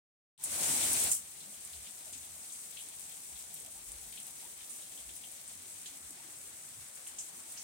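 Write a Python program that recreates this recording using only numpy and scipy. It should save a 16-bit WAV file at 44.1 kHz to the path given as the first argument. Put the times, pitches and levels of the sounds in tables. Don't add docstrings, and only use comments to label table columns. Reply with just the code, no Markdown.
import sys
import numpy as np
from scipy import signal
from scipy.fft import rfft, irfft
from scipy.io import wavfile

SR = 44100
rng = np.random.default_rng(int(sys.argv[2]) if len(sys.argv) > 2 else 0)


def pcm_store(signal):
    levels = np.round(np.clip(np.atleast_2d(signal), -1, 1) * 32767)
    wavfile.write(sys.argv[1], SR, levels.astype(np.int16).T)


N = 336483

# frequency_hz, relative_gain_db
HISS_SPECTRUM = [(3000, -40), (4600, -17.5), (5300, -12.5), (6100, -8.5), (7100, -5), (7900, 0.5),
                 (9300, 0.5), (10300, -6.5), (11500, -10.5), (13300, -12), (14500, -16), (15500, -17)]
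PAT_SPECTRUM = [(900, -19), (1600, -7), (2200, -1.5), (2800, -2.5), (3400, -0.5), (4000, -0.5),
                (4800, -2.5), (6500, -3), (12000, -27.5)]
WASH_SPECTRUM = [(25, -19), (50, -1), (80, -0.5), (130, 0), (260, 1), (450, -3), (750, 1), (1000, -2),
                 (1500, -3), (2300, -7), (5000, -16.5), (12000, -33)]
TICK_SPECTRUM = [(1500, -21.5), (4500, -19.5), (6800, -10), (8200, 7.5), (9500, 7), (11500, -6.5),
                 (15500, -11.5)]
# frequency_hz, left_minus_right_db
OPEN_SIDE_BALANCE = [(200, -15), (1300, -2), (2400, 4), (5000, 1), (6500, 6.5), (8500, 3.5), (11000, -5.5),
                     (15000, 14)]
# time_s, gain_db
RAIN_DRIFT = [(1.3, 0), (1.9, 0.6), (2.35, -0.4), (2.65, 0.9), (3.7, -0.5), (4.25, 0.4), (5.0, 0),
              (5.7, 0.6), (6.4, -0.5), (7.63, 0.5)]
# time_s, level_db
DROPLET_ENVELOPE = [(1.5, -65), (4.3, -59), (6.2, -66)]
# time_s, firing_rate_hz, level_db
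ENGINE_COURSE = [(1.2, 76.9, -76), (2.6, 81, -76.5), (3.4, 79.2, -76.5), (4.4, 72.4, -75), (4.8, 73.3, -84),
                 (5.3, 86.5, -77), (5.9, 92, -76), (6.4, 90, -83), (7.6, 76, -90)]
# start_s, onset_level_db, centre_hz, t60_s, left_minus_right_db
PUDDLE_DRIPS = [(0.437, -35.5, 8400, 0.17, 1), (1.112, -28, 8300, 0.11, 1), (2.128, -49, 7500, 0.37, 3),
                (2.521, -46.5, 7800, 0.099, 9), (2.803, -49, 8850, 0.17, 3), (3.539, -44, 11000, 0.047, 1),
                (4.693, -45.5, 8800, 0.26, -5), (5.858, -47.5, 7260, 0.19, 0), (7.070, -45, 8600, 0.066, 2),
                (7.184, -39.5, 7230, 0.21, 1), (7.518, -46.5, 9300, 0.05, -2), (7.571, -47, 6140, 0.27, -1)]
# start_s, dry_peak_db, extra_brightness_db, left_minus_right_db
RAIL_DROPS = [(0.4388, -16, 6, 2), (0.7395, -26.5, -6, 6), (0.9326, -11, 8, 2), (1.0405, -15, 7, -5),
              (1.1164, -12, -5, -7), (1.1226, -16, 12, 1), (1.15, -18, 1, 2), (1.6507, -28, 0, -4),
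              (2.1277, -29, -10, 4), (2.9965, -28, 0, 12), (3.5432, -27.5, 1, 6), (3.9191, -25.5, -4, 5),
              (4.202, -29, 0, 2), (4.268, -27, 8, 7), (5.165, -29, 0, 9), (5.478, -30, -12, 6)]
# start_s, onset_level_db, centre_hz, width_octaves, left_minus_right_db
BOARD_DRIPS = [(0.828, -40.5, 3520, 0.35, 5), (1.405, -55.5, 3800, 0.33, 0), (1.733, -53, 3600, 0.63, 0),
               (1.866, -56, 3300, 0.36, 5), (2.132, -52, 3700, 1, 6), (2.498, -57, 3650, 0.33, 4),
               (2.771, -48, 3100, 0.36, 5), (2.804, -56, 3330, 0.26, 6), (3.115, -58.5, 3300, 0.36, 6),
               (3.356, -56.5, 3600, 0.3, 6), (4.126, -54.5, 3370, 0.6, 8), (4.174, -50.5, 3160, 0.48, 5),
               (4.606, -58.5, 3320, 0.4, 12), (4.821, -58.5, 3530, 0.35, 9), (4.975, -58.5, 3260, 0.24, 11),
               (5.093, -55.5, 3380, 0.44, 6), (5.237, -51.5, 3100, 0.35, 3), (5.859, -48.5, 3500, 0.56, -4),
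               (7.067, -54.5, 2860, 0.5, -2), (7.184, -55.5, 3060, 0.49, 3), (7.569, -55.5, 2780, 0.69, -1)]
# start_s, level_db, pitch_hz
RUNOFF_GURGLES = [(1.46, -71, 200), (2.045, -71, 698), (2.11, -71.5, 214), (3.58, -73.5, 467),
                  (3.635, -74, 642), (4.405, -71, 835), (6.09, -71.5, 300), (6.165, -71.5, 796),
                  (6.235, -73, 288)]
# peak_time_s, level_db, centre_hz, length_s
AIR_PUFFS = [(1.785, -59.5, 71.6, 0.067), (2.19, -67.5, 81, 0.12), (3.32, -66.5, 62, 0.145),
             (3.955, -60.5, 51.7, 0.19), (5.08, -62.5, 62.5, 0.09), (6.057, -65, 66.5, 0.045),
             (6.786, -65, 105, 0.13)]

START_S, RISE_S, FALL_S = 0.378, 0.3, 0.095
WASH_LOUD_S, HISS_LOUD_S = 0.702, 0.755
TURN_S, TURN_LENGTH_S = 5.2, 0.84


def undb(db):
    return 10 ** (np.asarray(db) / 20)


def unit(x):
    return x / np.sqrt(np.mean(x ** 2))


def curve(rows, column=1):
    rows = np.array(rows)
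    return np.interp(np.arange(N) / SR, rows[:, 0], rows[:, column])


def ramp(start_s, length_s):
    return np.clip((np.arange(N) / SR - start_s) / length_s, 0, 1)


def walk(rate_hz):
    knots = rng.standard_normal(2048)
    return np.interp(np.arange(N) / SR * rate_hz, np.arange(len(knots)), knots)


def colour(x, spectrum, size=8192):
    hz, db = np.transpose(spectrum)
    gain_db = np.interp(np.log(np.fft.rfftfreq(size, 1 / SR) + 1), np.log(hz), db)
    cepstrum = irfft(np.log(undb(gain_db)))
    cepstrum[1:size // 2] *= 2
    cepstrum[size // 2 + 1:] = 0
    response = irfft(np.exp(rfft(cepstrum)))[:size // 2]
    filtered = signal.oaconvolve(np.atleast_2d(x), response[None], axes=1)
    return filtered[:, :x.shape[-1]].reshape(x.shape)


def band(x, hz, octaves):
    edges = np.clip(hz * 2 ** (np.array([-.5, .5]) * octaves), 10, SR / 2 - 100)
    return signal.sosfilt(signal.butter(2, edges, "band", fs=SR, output="sos"), x)


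def sides(pan_db):
    return undb(np.array([[pan_db], [-pan_db]]) / 2)


def add(out, start_s, x):
    i = max(int(start_s * SR), 0)
    out[:, i:i + x.shape[1]] += x[:, :N - i]


def onset_level(x, db):
    return x * undb(db) / np.sqrt(np.mean(x[:, :SR // 100] ** 2))


def scattered(per_s, db, spread_db):
    late, size, chance = rng.random((int(per_s * N / SR), 3)).T
    return zip((np.arange(len(late)) + late) / per_s, db + spread_db * (2 * size - 1), chance)


def turned():
    return ramp(TURN_S, TURN_LENGTH_S)


def opening_level(steady_db, boost_db, loud_s):
    fallen = ramp(START_S + loud_s, FALL_S)
    return ramp(START_S, RISE_S) * undb(steady_db + boost_db * (1 - fallen))


def drops(per_s, spread_db, cap_db):
    out = np.zeros((2, N))
    when, size, side, sign = rng.random((int(per_s * N / SR), 4)).T
    size_db = np.minimum(-spread_db * np.log(1 - size), cap_db)
    push = undb(size_db) * np.sign(sign - .5)
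    arrival = (when * N).astype(int)
    lag = np.round(40 * (side - .5)).astype(int)
    np.add.at(out[0], arrival, push * (.5 + side))
    np.add.at(out[1], (arrival + lag) % N, push * (1.5 - side))
    return unit(out)


def spatter(impacts, t60_s):
    retained = undb(-120 / (t60_s * SR))
    energy = signal.lfilter([1], [1, -retained], impacts ** 2)
    return unit(np.sqrt(energy) * rng.standard_normal((2, N)))


def patter():
    fine = drops(per_s=990, spread_db=2.5, cap_db=20.5)
    near = fine + undb(-2) * spatter(fine, t60_s=.025)
    far = rng.standard_normal((2, N)) * undb(1.55 * walk(25))
    hiss = unit(colour(near + undb(6) * far, HISS_SPECTRUM))
    hiss_db = -48.5 + curve(RAIN_DRIFT) - 0.8 * turned()
    hiss *= opening_level(hiss_db, boost_db=17.5, loud_s=HISS_LOUD_S)
    fat = drops(per_s=450, spread_db=1, cap_db=17)
    pats = spatter(fat, t60_s=.15) + undb(-10) * fat
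    pats = unit(colour(pats, PAT_SPECTRUM))
    pats_db = -58.5 + curve(RAIN_DRIFT) - 0.7 * turned()
    pats *= opening_level(pats_db, boost_db=17, loud_s=WASH_LOUD_S)
    both = hiss + pats
    left = colour(both[0], [(hz, db / 2) for hz, db in OPEN_SIDE_BALANCE])
    right = colour(both[1], [(hz, -db / 2) for hz, db in OPEN_SIDE_BALANCE])
    return np.array([left, right])


def wash():
    mid, side = rfft(rng.standard_normal((2, N)))
    hz = np.fft.rfftfreq(N, 1 / SR)
    coherence = np.sinc(hz / 1150)
    mid, side = mid * np.sqrt(1 + coherence), side * np.sqrt(1 - coherence)
    spectrum = np.array([mid + side, mid - side])
    half_octaves = 2 * np.log2(np.clip(hz / 100, 1, 22))
    burble = np.zeros((2, N))
    for k in range(10):
        weight = np.maximum(1 - np.abs(half_octaves - k), 0)
        burble += irfft(spectrum * weight, N) * undb(2 * walk(15))
    envelope = opening_level(steady_db=-63.5, boost_db=18, loud_s=WASH_LOUD_S)
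    return unit(colour(burble, WASH_SPECTRUM)) * envelope


def droplets():
    clicks = drops(per_s=90, spread_db=4, cap_db=10)
    clicks = clicks + undb(-1) * spatter(clicks, t60_s=.025)
    gain = undb(curve(DROPLET_ENVELOPE) - 3 * turned())
    return unit(band(clicks, hz=12100, octaves=0.93)) * gain * sides(7.8)


def engine():
    firing_hz = curve(ENGINE_COURSE) * (1 + 0.0264 * walk(14))
    phase = 2 * np.pi * np.cumsum(firing_hz) / SR
    fundamental = np.sin(phase) * undb(5.7 * walk(7.7))
    octave = np.sin(2 * phase) * undb(5 * walk(9))
    return unit(fundamental + octave) * undb(curve(ENGINE_COURSE, column=2))


def spray(t60_s, contact_db):
    t = np.arange(SR // 4) / SR
    shower = rng.standard_normal((2, len(t))) * undb(-60 * t / t60_s)
    shower[:, 0] = undb(contact_db)
    return shower


def splashes(rise_s=0.0033):
    out = np.zeros((2, N))
    for start_s, db, hz, t60_s, pan_db in PUDDLE_DRIPS:
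        fizz = band(spray(t60_s, contact_db=0), hz, octaves=0.47)
        fizz *= 1 - np.exp(-np.arange(fizz.shape[1]) / SR / rise_s)
        add(out, start_s, onset_level(fizz, db) * sides(pan_db))
    return out


def ticks():
    out = np.zeros((2, N))
    faint = [(start_s, db, -3, 14 * side)
             for start_s, db, side in scattered(per_s=3, db=-36.5, spread_db=7)]
    for start_s, db, bright_db, pan_db in RAIL_DROPS + faint:
        click = spray(t60_s=.02, contact_db=28)
        echo_lags = rng.integers(70, 120, 2)
        click[[0, 1], echo_lags] += click[:, 0] * undb(-10)
        click = colour(click, [(hz, gain_db + bright_db * (hz > 11000)) for hz, gain_db in TICK_SPECTRUM])
        add(out, start_s, click / np.abs(click).max() * undb(db) * unit(sides(pan_db)))
    return porch(out, wet_db=-2, t60_s=.12)


def porch(x, wet_db, t60_s):
    t = np.arange(SR // 4) / SR
    tail = rng.standard_normal((2, len(t))) * undb(-60 * t / t60_s)
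    tail *= undb(wet_db) / np.sqrt(np.sum(tail ** 2) / 2)
    return x + signal.fftconvolve(x, tail, axes=1)[:, :N]


def slaps(board_hz=3280, board_octaves=0.42, rebound_s=0.04, rebound_db=-7):
    out = np.zeros((2, N))
    faint = [(start_s, db, board_hz * 2 ** (.3 * (spot - .5)), board_octaves, 10)
             for start_s, db, spot in scattered(per_s=2.5, db=-62, spread_db=-1) if start_s < TURN_S]
    for start_s, db, hz, octaves, pan_db in BOARD_DRIPS + faint:
        blow = spray(t60_s=.17, contact_db=19)
        rebound_lags = (rng.random(size=3) * rebound_s * SR).astype(int)
        blow[:, rebound_lags] += blow[:, :1] * undb(rebound_db)
        ring = band(blow, hz, octaves) + undb(-6) * band(blow, hz, 2 * octaves)
        add(out, start_s, onset_level(ring, db) * sides(pan_db))
    return out


def gurgles(low_hz=202.4, high_hz=898, rise_s=.003, decay_s=.013):
    out, t = np.zeros((2, N)), np.arange(SR // 6) / SR
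    faint = [(start_s, db, low_hz * (high_hz / low_hz) ** height)
             for start_s, db, height in scattered(per_s=3, db=-78, spread_db=2)]
    for start_s, db, hz in RUNOFF_GURGLES + faint:
        bubbles = np.zeros(len(t))
        for delay, detune, phase_cycles in rng.random((6, 3)):
            age = np.maximum(t - .05 * delay, 0)
            onset_hz = hz * 2 ** (.5 * (detune - .5))
            swing = np.sin(2 * np.pi * (onset_hz * age * (1 + 1.64 * age) + phase_cycles))
            bubbles += swing * (1 - np.exp(-age / rise_s)) * np.exp(-age / decay_s)
        add(out, start_s, unit(bubbles) * undb(db) * sides(5.9 * rng.standard_normal()))
    return out


def buffets():
    t, out = np.arange(N) / SR, np.zeros(N)
    for peak_s, db, hz, length_s in AIR_PUFFS:
        envelope = np.exp(-2 * ((t - peak_s) / length_s) ** 2)
        puff = band(rng.standard_normal(N), hz, octaves=0.67) * envelope
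        out += puff * undb(db) * np.sqrt(np.sum(envelope ** 2) / np.sum(puff ** 2))
    return out * sides(-4.5)


def yard():
    pats = spatter(drops(per_s=150, spread_db=10, cap_db=8), t60_s=0.14)
    return unit(band(pats, hz=1680, octaves=1)) * undb(-67.5) * turned()


def scene():
    rain = patter() + wash() + yard() + droplets() + ticks() + slaps() + splashes() + gurgles()
    return (rain + buffets() + engine()) * (np.arange(N) / SR > START_S)


def record(dry, low_hz=38, top_hz=15900):
    dry = signal.sosfilt(signal.butter(4, low_hz, "high", fs=SR, output="sos"), dry)
    return signal.sosfilt(signal.ellip(10, .2, 70, top_hz, fs=SR, output="sos"), dry)


dry = scene()
out = record(dry)
pcm_store(out)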